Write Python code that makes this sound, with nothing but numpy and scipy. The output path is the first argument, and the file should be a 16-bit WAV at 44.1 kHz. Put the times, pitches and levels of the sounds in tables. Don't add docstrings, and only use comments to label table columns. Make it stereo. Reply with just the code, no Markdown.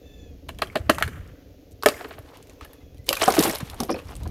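import sys
import numpy as np
from scipy import signal
from scipy.fft import rfft, irfft
from scipy.io import wavfile
from scipy.ndimage import uniform_filter1d

SR = 44100
rng = np.random.default_rng(int(sys.argv[2]) if len(sys.argv) > 2 else 0)


def dump_mix(stems):
    frames = np.atleast_2d(stems).T
    limited = np.clip(frames, -1, 1)
    pcm = np.round(limited * 32767).astype(np.int16)
    wavfile.write(sys.argv[1], SR, pcm)


def natural_amplitude(level_db):
    exponent = np.asarray(level_db, float) / 20
    return 10 ** exponent


N = 189674
LEFT_RIGHT = np.array([[1], [-1]])
LIMB_PAN_DB, LANDING_S = -3.5, 3.05

# (time [s],
# peak level [dB], ring pitch [Hz], splinters over ring [dB], thud over ring [dB])
CROWN_KNOCKS = [(0.488, -26.5, 658, -3, -24.5), (0.589, -36, 700, -3, -3), (0.6185, -11.5, 648, -3, -20.5),
                (0.7555, -11.5, 652, -8.5, -11), (0.769, -26.5, 550, -17, 1), (0.8955, -4, 613, -4.5, -7.5),
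                (0.982, -21, 1080, -7.5, -28), (1.009, -18.5, 677, -16.5, -20), (1.0225, -22, 1312, 7, -8),
                (1.0773, -34, 460, -8, -0.5), (1.833, -25, 1197, -7.5, -21), (1.859, -6, 640, -6, -28.5),
                (1.884, -15, 635, -3.5, -6), (2.008, -26.5, 712, -7, -19), (2.045, -25, 454, -6.5, -23),
                (2.108, -28.5, 634, -9.5, -14), (2.18, -32, 649, -8, -12), (2.607, -35, 1216, -6, -15),
                (2.648, -44, 660, -2, -12.5)]
# (time [s], peak level [dB], ring pitch [Hz], splinters [dB], thud [dB])
LAWN_BLOWS = [(3.084, -16.5, 528, -20, -31), (3.104, -17, 557, -20, -17), (3.125, -14, 1084, -8.5, -40),
              (3.137, -29, 519, -1, -21), (3.167, -38, 526, 8, -20), (3.215, -8.5, 632, -6.5, -46),
              (3.229, -15.5, 713, -4, -27), (3.248, -32, 708, -3, -14), (3.277, 0.5, 773, -26, -18),
              (3.296, -16, 329.4, -18, -39), (3.337, -19, 661, -7.5, -22), (3.366, -14.5, 685, -11, -10),
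              (3.381, -4, 319.8, -18, -35), (3.402, -10.5, 422, -13.5, -7), (3.452, -11, 843, -33, -6),
              (3.468, -16, 336, -22, -21), (3.485, -27.5, 253.5, -13, -12), (3.518, -48, 845, -19, -10),
              (3.605, -28, 285, -5.5, -2.5)]
# (time [s], peak level [dB], ring pitch [Hz], splinters [dB], thud [dB])
REBOUNDS = [(3.732, -31.5, 720, -13, -11), (3.801, -22, 254, -20, 0), (3.828, -22, 730, -25, 1.5),
            (3.848, -30, 372, -22, -3), (3.889, -19, 333, -25, -33), (3.899, -11, 494, -23, -34),
            (3.917, -17.5, 322, -18, -32), (3.941, -18.5, 517, -21, -34), (3.962, -23.5, 498, -17.5, -7),
            (3.988, -34.5, 483, -7.5, -20), (4.088, -36, 924, -10.5, -16), (4.256, -35, 316, -16, -21.5)]
# (time [s], peak level [dB], ring pitch [Hz], splinters [dB], thud [dB])
SECOND_PIECES = [
    (1.860, -14, 560, -25, -34),
    (3.801, -18.5, 784, -26, -34),
    (4.259, -30.5, 740, -19, -28),
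    (1.9, -41, 1580, 3, -27.5),
    (3.893, -15, 752, -16, -28),
]
TEAR_CYCLES = 2.6
LEAD_CYCLES = 2.6

# (time [s], peak level [dB], pitch [Hz], T60 [s], left minus right [dB])
CLEAR_RINGS = [(1.8593, -7, 425, .07, -3.5), (1.8593, -4, 600, .055, -4), (1.8593, -11, 1050, .035, -3.5),
               (1.8593, -10, 1750, 0.043, -4), (1.865, -16.5, 1270, 0.048, -3),
               (1.8664, -10, 425, .035, -4), (1.864, -20, 2336, .036, -3.5),
               (1.8845, -22.5, 1220, .04, -3.5), (1.8245, -24, 1100, .007, -4),
               (1.8343, -6, 1250, .006, -3.5), (.9835, -7, 1150, .007, -3.5), (.978, -30, 2000, .03, -3),
               (1.0243, -17, 4300, .01, -4), (1.029, -13, 1500, .01, -3.5), (1.0772, -17, 1600, .007, -3),
               (0.8955, -12.5, 400, .06, -3.5), (0.8955, -14.5, 210, 0.067, -3),
               (1.942, -32.5, 2100, .04, -2), (2.652, -39, 1720, 0.02, -4), (2.733, -49, 1750, 0.027, -2),
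               (3.28, -18, 780, 0.037, -3), (3.801, -27.5, 1150, .05, -3), (3.892, -25.5, 1150, .04, -3),
               (3.905, -36, 2400, 0.07, -3), (3.9, -41, 3500, .06, -3), (3.943, -28, 2500, 0.017, -7),
               (3.9895, -30, 2570, .015, -3), (3.958, -37, 4350, .02, -5), (4.256, -32.5, 1000, .03, -3),
               (1.0243, -1, 1450, .007, -3.5), (1.0246, -7, 2500, .008, -3.5),
               (1.8343, -23.5, 430, 0.037, -4.5), (1.8845, -22, 620, 0.043, -3.5),
               (1.868, -18, 800, .05, -3.5), (1.8845, -25.5, 2650, .04, -3), (.6715, -31, 3200, .012, -2.5),
               (.7, -31, 2200, .015, -2), (3.0902, -12, 4800, .012, -7.5), (3.17, -23, 2450, 0.042, -5)]

# (time [s], peak level [dB], ring pitch [Hz], left minus right [dB])
CUT_FIBRES = [(0.4854, -38.5, 3400, -18), (0.4902, -20.5, 3130, -9.5), (0.5467, -41, 2960, -8),
              (0.5867, -27, 3700, -7), (0.6195, -10, 2760, -5), (0.6715, -33, 3280, 2),
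              (0.7555, -17, 2700, -7), (0.7709, -24, 4000, -16), (0.8978, 0, 2820, -6),
              (0.9464, -20, 2980, 3), (0.9834, -15, 2750, -3.5), (1.0005, -26.5, 2740, -2.5),
              (1.0244, -9, 2690, -7.5), (1.078, -24, 2390, -2.5), (1.2758, -45, 2376, -15.5),
              (1.7111, -50, 11700, -19.5), (1.8248, -22, 4520, -13), (1.8338, -17, 11180, -13.5),
              (1.8599, -0.5, 3300, -8), (1.8862, -4, 4630, -5.5), (1.9375, -30, 2315, -1),
              (1.9785, -30, 2750, 0)]
# (time [s], peak level [dB], ring pitch
# [Hz], left minus right [dB])
FALLING_AND_LATE_TWIGS = [(2.0502, -43, 2890, 2), (2.088, -42.5, 4640, 12), (2.1273, -38.5, 2630, -5),
                          (2.1887, -32, 11000, -5), (2.3545, -47.5, 3720, -12), (2.3711, -34, 3160, -6),
                          (2.4264, -37.5, 6600, -14.5), (2.4706, -42.5, 2646, -14), (2.4962, -34.5, 2550, -14),
                          (2.5337, -48, 5630, -16), (2.61, -38, 2640, -9), (2.6479, -29, 11200, -5),
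                          (2.7322, -36.5, 11900, -13), (2.945, -40.5, 2560, -9), (2.972, -43, 3750, -6),
                          (2.9811, -39, 3750, -8.5), (3.0435, -48, 7900, -14), (3.0652, -46, 3120, -6.5),
                          (4.0264, -57, 2860, -4), (4.0711, -43, 2660, -15), (4.1006, -41.5, 2650, -17),
                          (4.153, -35.5, 7000, -25), (4.1649, -30, 10300, -6), (4.2332, -34, 3550, -14),
                          (4.2755, -34.5, 4900, -10)]
# (time [s], peak level [dB], ring pitch [Hz], left minus right [dB])
SHATTERED_TWIGS = [(3.0901, -0.5, 3300, -7), (3.1288, -8.5, 2900, -12), (3.1532, -17.5, 4300, -12),
                   (3.1697, -16.5, 2570, -4.0), (3.1971, -26.5, 3000, -13), (3.2215, -14, 5100, -19),
                   (3.2794, -17, 2450, -12.5), (3.3054, -20, 5000, -26), (3.3223, -11.5, 5570, -8),
                   (3.3394, -22.5, 3030, -24), (3.3654, -26, 2800, -18), (3.3913, -1, 5000, -5.5),
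                   (3.4256, -11, 4800, -7), (3.4361, -12, 4930, -16), (3.478, -29.5, 3610, -28),
                   (3.496, -19.5, 2840, -14), (3.5503, -16.5, 11300, -5), (3.5564, -18, 4530, -6.5),
                   (3.5843, -23, 10600, -4), (3.6047, -29, 2980, -26), (3.6514, -39, 2500, -3.0),
                   (3.699, -23.5, 4100, -8), (3.7434, -35, 9200, -21), (3.7903, -32, 11900, -1.5),
                   (3.8028, -15, 9800, -16.5), (3.8332, -19.5, 5200, -7), (3.8781, -39, 2750, -7),
                   (3.9065, -32, 5330, -17), (3.9434, -40, 2590, -11), (3.9888, -41, 2400, -1)]
# (time [s], peak level [dB], centre [Hz], left minus right [dB])
TWIG_TICKS = [(3.212, -24, 3200, -10), (3.217, -24, 5000, -8), (3.2245, -20, 8500, -8),
              (3.233, -19.5, 5300, -8), (3.237, -17.5, 3000, -8), (3.2385, -18, 7500, -11),
              (3.242, -22, 10500, -4), (3.252, -21, 12000, -4), (3.259, -22.5, 8500, -6),
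              (3.2595, -24.5, 5500, -6), (3.281, -24, 9000, -5), (3.302, -24, 9500, -5),
              (3.305, -23.5, 12500, -4), (3.368, -24, 11500, -4), (3.385, -22, 11000, -4),
              (3.402, -20.5, 4000, -6), (3.407, -19, 12000, -4), (3.408, -20.5, 8500, -5),
              (3.444, -17, 12500, -4), (3.449, -23, 9500, -5), (3.455, -22, 12000, -4),
              (3.4795, -22, 12000, -4.5), (3.4805, -27.5, 2520, -6), (3.4905, -27, 11500, -4),
              (3.497, -22, 12500, -4), (3.498, -25.5, 2000, -5), (3.512, -26, 10500, -6),
              (3.513, -28, 5500, -5), (3.527, -30, 8050, -5), (3.54, -35, 8000, -5),
              (3.568, -33, 11000, -5), (3.58, -36, 9000, -4), (3.803, -23, 5520, -8),
              (3.912, -31, 5420, -11), (3.927, -31, 5300, -10), (.951, -35, 9500, -2),
              (1.003, -32, 12000, -2.5), (1.011, -29, 1900, -4), (1.861, -15, 8500, -1.5),
              (3.426, -17, 11500, -4), (3.551, -24, 11980, -4), (3.586, -28, 12000, -4),
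              (3.712, -40, 10500, -4), (3.851, -35, 12000, -3), (3.904, -34.5, 10990, -3),
              (3.915, -35, 9500, -3), (1.8875, -21, 8500, -1.5), (3.941, -40, 11500, -3),
              (4.086, -43, 5170, -8), (4.165, -36, 8500, -5)]
TICK_S, TICK_SPREAD = .0016, .11

# (time [s], level [dB])
RUBBING = [
    [(1.9, -50), (2.03, -52.5), (2.22, -60.5), (2.7, -62.5), (3.05, -84)],
    [(3.05, -70), (3.14, -47), (3.26, -30.5), (3.45, -30.5), (3.59, -47.5), (3.8, -49.5), (4.3, -59)],
]
HARD_DB, THICK_SHARE, TWIG_SHARE = -33.5, 1, 1.29
CLUMP_DB = 3.8
# (time [s], level [dB])
SQUEAK = [
    (3.895, -59),
    (3.905, -44.5),
    (3.94, -45),
    (3.975, -71),
]
SQUEAK_HZ = 5330
# (time [s], length [s], level [dB], lowest [Hz], highest [Hz])
DRAGS = [
    (2.6, .07, -50, 500, 3600),
    (3.058, .025, -47, 1500, 14000),
    (3.078, .014, -38, 1000, 6000),
    (1.706, .03, -58, 3500, 14000),
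    (2.08, .025, -52, 11500, 15500),
    (2.12, .04, -50, 900, 3500),
    (3.101, .013, -33, 6000, 14500),
    (3.338, .03, -31, 1200, 14500),
    (3.203, .022, -36, 2500, 14500),
]

CROWN_T60_S, CROWN_DB = (0.17, 0.061, 0.033), (-9, -3.5, -3.5)
YARD_T60_S, YARD_DB = (1.0, 0.92, 0.7), (-21, -17, -15.5)
GRAIN_DB = 2.5
WANDER_RAD, WANDER_PER_S = 1.6, 500

# (multiple of the missing fundamental, level [dB], strongest at [s])
JAY_PARTIALS = [(2, -10, .17), (3, -3, .22), (4, 0, .1), (5, -15, .25), (7, -10, .2), (8, -10, .22),
                (10, -27, .08)]
JAY_S, JAY_ATTACK_S, JAY_HOLD_S = 0.006, .045, 0.18
JAY_DB, JAY_FADE_DB_PER_S = -58.5, 68
JAY_FOURTH_HZ, JAY_SAG_HZ_PER_S2 = 3530, 4200
JAY_AGAIN_S, JAY_AGAIN_DB, JAY_AGAIN_PITCH = 2.64, -10, .975
# (time [s], length [s], pitch [Hz], level [dB])
SMALL_BIRD = [
    (2.798, .04, 2050, -61),
    (2.975, .05, 2000, -61),
    (3.035, .025, 2060, -62),
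]

# (centre [Hz], width [Hz], level [dB])
MUFFLER = [(100, 40, -25), (279, 48, 13), (474.8, 17, 4), (526, 140, 7), (723, 20, -3)]
IDLE_HZ, IDLE_FIRST_S, IDLE_DB = 24.22, .014, -54

# (time [s], level [dB], left minus right [dB])
WIND = [(0.0, -50.5, 34.0), (0.13, -47, 40.0), (0.23, -48, 9), (0.42, -49, 31.0), (0.5, -40.5, 1),
        (0.55, -46.5, 14), (0.79, -44, 2), (1.09, -37.5, 20), (1.18, -42.5, 10.5), (1.54, -54, 33),
        (1.84, -52.5, 7.5), (2.65, -52.5, 6.5), (2.74, -56, 32), (2.98, -47, 2.5), (3.93, -40.5, 2.5),
        (4.01, -49.5, 28), (4.19, -37, -7.5), (4.3, -35, 23)]
# (time [s], peak level [dB], swing [Hz], left minus right [dB])
BUFFETS = [(.81, -23.5, 85.7, 2), (.872, -31, 87, -1), (1.052, -29, 100, 15), (1.066, -24, 110, 8),
           (1.201, -30, 80.5, 4), (1.741, -36.5, 80, 7.5), (2.199, -33.5, 90, -2), (2.629, -35, 70, 3),
           (3.001, -31.5, 95.65, 0), (3.633, -21.5, 140, 7), (4.061, -35, 91.5, 13), (4.207, -27, 69, 0),
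           (4.225, -24.5, 85.4, -2)]
BUFFET_CYCLES = 0.68

# (frequency [Hz], density [dB per Hz])
AIR_COLOUR = [(71, -20.5), (120, -49), (213, -60), (284, -12.5), (348, -7.5), (473, -3.5), (988, -31),
              (2530, -26), (6630, -29.5), (8310, -47), (12500, -31.5), (16000, -33.5)]
AIR_DB = -56


def unit(x):
    return x / np.sqrt(np.mean(x ** 2))


def band(x, lo_hz, hi_hz):
    return signal.sosfilt(signal.butter(2, [lo_hz, min(hi_hz, .45 * SR)], "band", fs=SR, output="sos"), x)


def curves(table):
    s, *columns = np.transpose(table)
    return [np.interp(np.arange(N) / SR, s, c) for c in columns]


def walk(rate):
    k = int(SR / rate)
    held = np.repeat(rng.standard_normal(N // k + 1), k)
    return 1.3 * uniform_filter1d(uniform_filter1d(held, k), k)[:N]


def sides(pan_db):
    return natural_amplitude(np.array([pan_db, -pan_db]) / 2)


def add(out, sound, s, pan_db):
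    i = int(s * SR)
    out[:, i:i + sound.shape[-1]] += sides(pan_db)[:, None] * sound[..., :N - i]


def knocks():
    out = np.zeros((2, N))
    for s, db, hz, splinter_db, thud_db in CROWN_KNOCKS + LAWN_BLOWS + REBOUNDS + SECOND_PIECES:
        length_s = TEAR_CYCLES / hz
        place = rng.random(26)
        volley = tear(rng.random(1024), length_s / 2, scatter_db=4.0)
        body = wood(volley, 0.918 * hz, 1.064 * hz, 13.6, place[:2])
        body += 0.81 * wood(volley, .5 * hz, 2.163 * hz, 21.2, place[2:11])
        splinters = wood(volley, 1026, 4575, 16.5, place[11:22])
        thud = wood(volley, 192.0, 458, 2.5, place[22:])
        knock = natural_amplitude(db - 5.0) * body + natural_amplitude(db + splinter_db + 5.5) * splinters
        add(out, natural_amplitude(db + thud_db - 1.0) * thud, s - .0035, LIMB_PAN_DB / 2)
        add(out, knock, s + .0032 - LEAD_CYCLES / hz, LIMB_PAN_DB)
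    return out


def tear(chance, length_s, scatter_db):
    t = np.arange(len(chance)) / SR / max(length_s, .001)
    sizes = natural_amplitude(-scatter_db * np.log(abs(2 * chance - 1) + 1e-9))
    volley = rfft(np.sign(chance - .5) * sizes * t * np.exp(-t), 4096)
    return volley / uniform_filter1d(abs(volley), size=15)


def wood(volley, lo_hz, hi_hz, cycles, place):
    step = np.arange(len(place))
    hz = lo_hz * (hi_hz / lo_hz) ** ((step + place) / len(place))
    t = np.arange(2048) / SR
    decay = np.exp(-np.log(1000) * t * hz[:, None] / cycles)
    modes = decay * np.sin(2 * np.pi * hz[:, None] * t)
    ladder = (-1.) ** step @ modes
    sound = band(irfft(volley * rfft(ladder, 4096)), 0.77 * lo_hz, 1.62 * hi_hz)
    fade = np.cos(np.arange(3072) * np.pi / 6144)
    return sound[:3072] * fade / abs(sound).max()


def rings():
    out, t = np.zeros((2, N)), np.arange(4096) / SR
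    for s, db, hz, t60, pan_db in CLEAR_RINGS:
        level = natural_amplitude(db - 60 * t / max(t60, .004)) * np.clip(t * hz, 0, 1)
        add(out, level * np.sin(2 * np.pi * hz * t), s, pan_db)
    return out


def snaps():
    out, t = np.zeros((2, N)), np.arange(4096) / SR
    fade = np.clip(t / 0.00075, 0, 1) * (np.exp(-t / 0.0011) + 0.084 * np.exp(-t / 0.017))
    for s, db, hz, pan_db in CUT_FIBRES + FALLING_AND_LATE_TWIGS + SHATTERED_TWIGS:
        spray = rng.standard_normal((2, 4096)) * fade
        ring = band(spray[0] * np.exp(-t / 0.004), .84 * hz, 1.16 * hz)
        snap = band(spray[0], 2460, 8600) + 1.48 * ring
        top = 0.64 * band(spray[0] + 0.95 * spray[1] * LEFT_RIGHT, 8060, 13000)
        gain = natural_amplitude(db - 0.5) / abs(snap + top).max()
        top_db = -4.0 if s < LANDING_S and hz < 6000 else 1.5
        add(out, gain * snap, s, pan_db)
        add(out, gain * top * natural_amplitude(top_db), s, 0.13 * pan_db)
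    return out


def twig_ticks():
    out, t = np.zeros((2, N)), np.arange(1024) / SR / TICK_S
    for s, db, hz, pan_db in TWIG_TICKS:
        puff = rng.standard_normal((2, 1024)) * t * np.exp(-t)
        puff = puff[0] + min(hz / 14000, 1) * puff[1] * LEFT_RIGHT
        puff = band(puff, hz * (1 - TICK_SPREAD), hz * (1 + TICK_SPREAD))
        add(out, natural_amplitude(db + 2.0) * puff / abs(puff).max(), s - TICK_S, pan_db)
    return out


def rustle():
    small_db, = curves(RUBBING[0] + RUBBING[1][1:])
    thick_db = HARD_DB + THICK_SHARE * (small_db - HARD_DB) + 3.5
    twig_db = HARD_DB + TWIG_SHARE * (small_db - HARD_DB)
    heap = natural_amplitude(thick_db) * grains(490, 0.71, 340, 1070, alike=0.24, tail_s=0.0033)
    heap += natural_amplitude(small_db) * grains(700, 2.2, 920, 3830, alike=0.1, tail_s=0.004)
    heap += natural_amplitude(twig_db - 6.0) * grains(600, 6.0, 3300, 8800, alike=0.16, tail_s=0.0024)
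    heap += natural_amplitude(twig_db - 4.0) * grains(490, 3.0, 7800, 14000, alike=0.12, tail_s=0.0046)
    fade_in = np.clip((np.arange(N) / SR - RUBBING[0][0][0]) / .03, 0, 1)
    return heap * natural_amplitude(CLUMP_DB * walk(30.013)) * fade_in


def grains(rate, scatter_db, lo_hz, hi_hz, alike, tail_s):
    sizes = natural_amplitude(scatter_db * np.minimum(rng.exponential(size=N), 4))
    hits = (rng.random(N) < rate / SR) * sizes
    envelope = signal.lfilter([1], [1, -np.exp(-1 / (tail_s * SR))], hits)
    mid, side = envelope * rng.standard_normal((2, N))
    share = np.clip(alike, 0, 1)
    return unit(band(np.sqrt(1 + share) * mid + np.sqrt(1 - share) * side * LEFT_RIGHT, lo_hz, hi_hz))


def squeak():
    level = natural_amplitude(curves(SQUEAK)[0] + 2.3 * walk(120))
    tone = unit(band(rng.standard_normal(N), .96 * SQUEAK_HZ, 1.04 * SQUEAK_HZ))
    return level * tone * (abs(np.arange(N) / SR - SQUEAK[2][0]) < .05)


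def scrapes():
    out = np.zeros((2, N))
    for s, length_s, db, lo_hz, hi_hz in DRAGS:
        t = np.arange(4096) / SR / length_s
        mid, side, lumps = rng.standard_normal((3, 4096))
        clumps = natural_amplitude(5.0 * unit(uniform_filter1d(lumps, size=60)))
        crackle = unit(band(clumps * (mid + .4 * side * LEFT_RIGHT), lo_hz, hi_hz))
        add(out, natural_amplitude(db) * crackle * np.sin(np.pi * np.clip(t, 0, 1)), s, LIMB_PAN_DB)
    return out


def lag(x, samples):
    turn = np.exp(2j * np.pi * np.fft.rfftfreq(N) * samples / 2 * LEFT_RIGHT)
    return irfft(rfft(x) * turn, N)


def scatter(x, t60s, dbs, alike):
    t, answer = np.arange(SR) / SR, 0
    mid, side = rng.standard_normal((2, SR))
    groups = natural_amplitude(GRAIN_DB * unit(uniform_filter1d(mid[::-1], size=260)))
    noise = (mid + np.clip(1 - alike, 0, 1) * side * LEFT_RIGHT) * unit(groups)
    for (lo, hi), t60, db in zip([(200, 870), (850, 4400), (4000, 45000)], t60s, dbs):
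        tail = band(noise, lo, hi) * np.exp(-np.log(1000) * t / t60) * np.clip(t / 0.0084, 0, 1)
        answer = answer + natural_amplitude(db) * tail / np.sqrt(t60 * SR / 14)
    return signal.fftconvolve(x, answer, axes=1)[:, :N]


def jay():
    t = np.clip(np.arange(N) / SR - JAY_S, 0, .6)
    fourth_hz = JAY_FOURTH_HZ - JAY_SAG_HZ_PER_S2 * (t - .08) ** 2
    phase = 2 * np.pi * np.cumsum(fourth_hz / 4 * (1 + .012 * walk(400))) / SR
    call = np.zeros(N)
    for multiple, db, peak_s in JAY_PARTIALS:
        hoarse_db = 3 * walk(150) + 1.2 * walk(20)
        call += natural_amplitude(db + hoarse_db - 32 * abs(t - peak_s)) * np.sin(multiple * phase)
    fade_s = np.maximum(t - JAY_ATTACK_S - JAY_HOLD_S, 0)
    call *= np.clip(t / JAY_ATTACK_S, 0, 1) * natural_amplitude(JAY_DB - JAY_FADE_DB_PER_S * fade_s)
    call *= np.clip((.45 - t) / 0.028, 0, 1)
    n = np.arange(N)
    again = np.interp((n - JAY_AGAIN_S * SR) * JAY_AGAIN_PITCH, n, call, left=0)
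    return np.tile(call + natural_amplitude(JAY_AGAIN_DB) * again, (2, 1))


def small_bird():
    out = np.zeros((2, N))
    for s, length_s, hz, db in SMALL_BIRD:
        arch = np.hanning(int(length_s * SR))
        phase = 2 * np.pi * np.cumsum(hz * (.98 + .03 * arch)) / SR
        add(out, natural_amplitude(db) * arch * np.sin(phase), s, 0.)
    return out


def idle():
    turns = IDLE_HZ * (np.arange(N) / SR - IDLE_FIRST_S)
    puffs = np.append(0, np.diff(np.floor(turns))) * natural_amplitude(1.1 * rng.standard_normal(N))
    puffs += 0.073 * np.exp(-(turns % 1) / 0.2) * rng.standard_normal(N)
    exhaust = sum(natural_amplitude(db) * unit(band(puffs, hz - width / 2, hz + width / 2)) for hz, width, db in MUFFLER)
    return natural_amplitude(IDLE_DB - 1.0) * unit(exhaust)


def wind():
    db, pan_db = curves(WIND)
    eddies = rng.standard_normal((3, 2, N)) * natural_amplitude(2.5 * np.array([walk(30), walk(30)]))
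    rumble = natural_amplitude(-9.5) * unit(band(eddies[0], 25, 50))
    rumble += unit(band(eddies[1], 50, 94.4))
    rumble += natural_amplitude(-5) * unit(band(eddies[2], 47, 200))
    return rumble * natural_amplitude(db + 1.5) * sides(np.clip(pan_db, -8, 8))


def buffets():
    out, t = np.zeros((2, N)), np.arange(-2048, 2048) / SR
    for s, db, hz, pan_db in BUFFETS:
        swing = np.exp(-(t * hz / BUFFET_CYCLES) ** 2) * np.sin(2 * np.pi * hz * t)
        add(out, natural_amplitude(db) * swing, s + t[0], pan_db)
    return out


def air():
    hz = np.fft.rfftfreq(N, 1 / SR) + 1
    colour_hz, colour_db = np.transpose(AIR_COLOUR)
    colour = natural_amplitude(np.interp(np.log(hz), np.log(colour_hz), colour_db))
    mid, side = rfft(rng.standard_normal((2, N))) * colour
    stereo = irfft(mid + np.clip(hz / 2500, .3, 1) * side * LEFT_RIGHT, N)
    return natural_amplitude(AIR_DB + walk(4)) * unit(stereo)


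def scene():
    limb, bird = knocks() + snaps() + rings(), jay()
    crown = scatter(limb + bird, CROWN_T60_S, CROWN_DB, alike=0.42)
    yard = scatter(limb + 2 * bird, YARD_T60_S, YARD_DB, alike=0.37)
    down = np.arange(N) / SR > LANDING_S
    direct = lag(limb * ~down, samples=2.95) + lag(limb * down, samples=-1.27)
    branches = direct + crown + twig_ticks() + rustle() + squeak() + scrapes()
    background = bird + small_bird() + idle() + wind() + buffets() + air()
    wandering = np.real(signal.hilbert(yard) * np.exp(1j * WANDER_RAD * walk(WANDER_PER_S)))
    return branches + background + wandering


def top_cut(x):
    return signal.sosfilt(signal.butter(12, 15950, fs=SR, output="sos"), x)


def record(dry):
    top_hz = 15500
    heard = signal.sosfilt(signal.butter(6, top_hz, fs=SR, output="sos"), dry)
    return top_cut(np.clip(heard, -1, 1))


dry = scene()
out = record(dry)
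dump_mix(out)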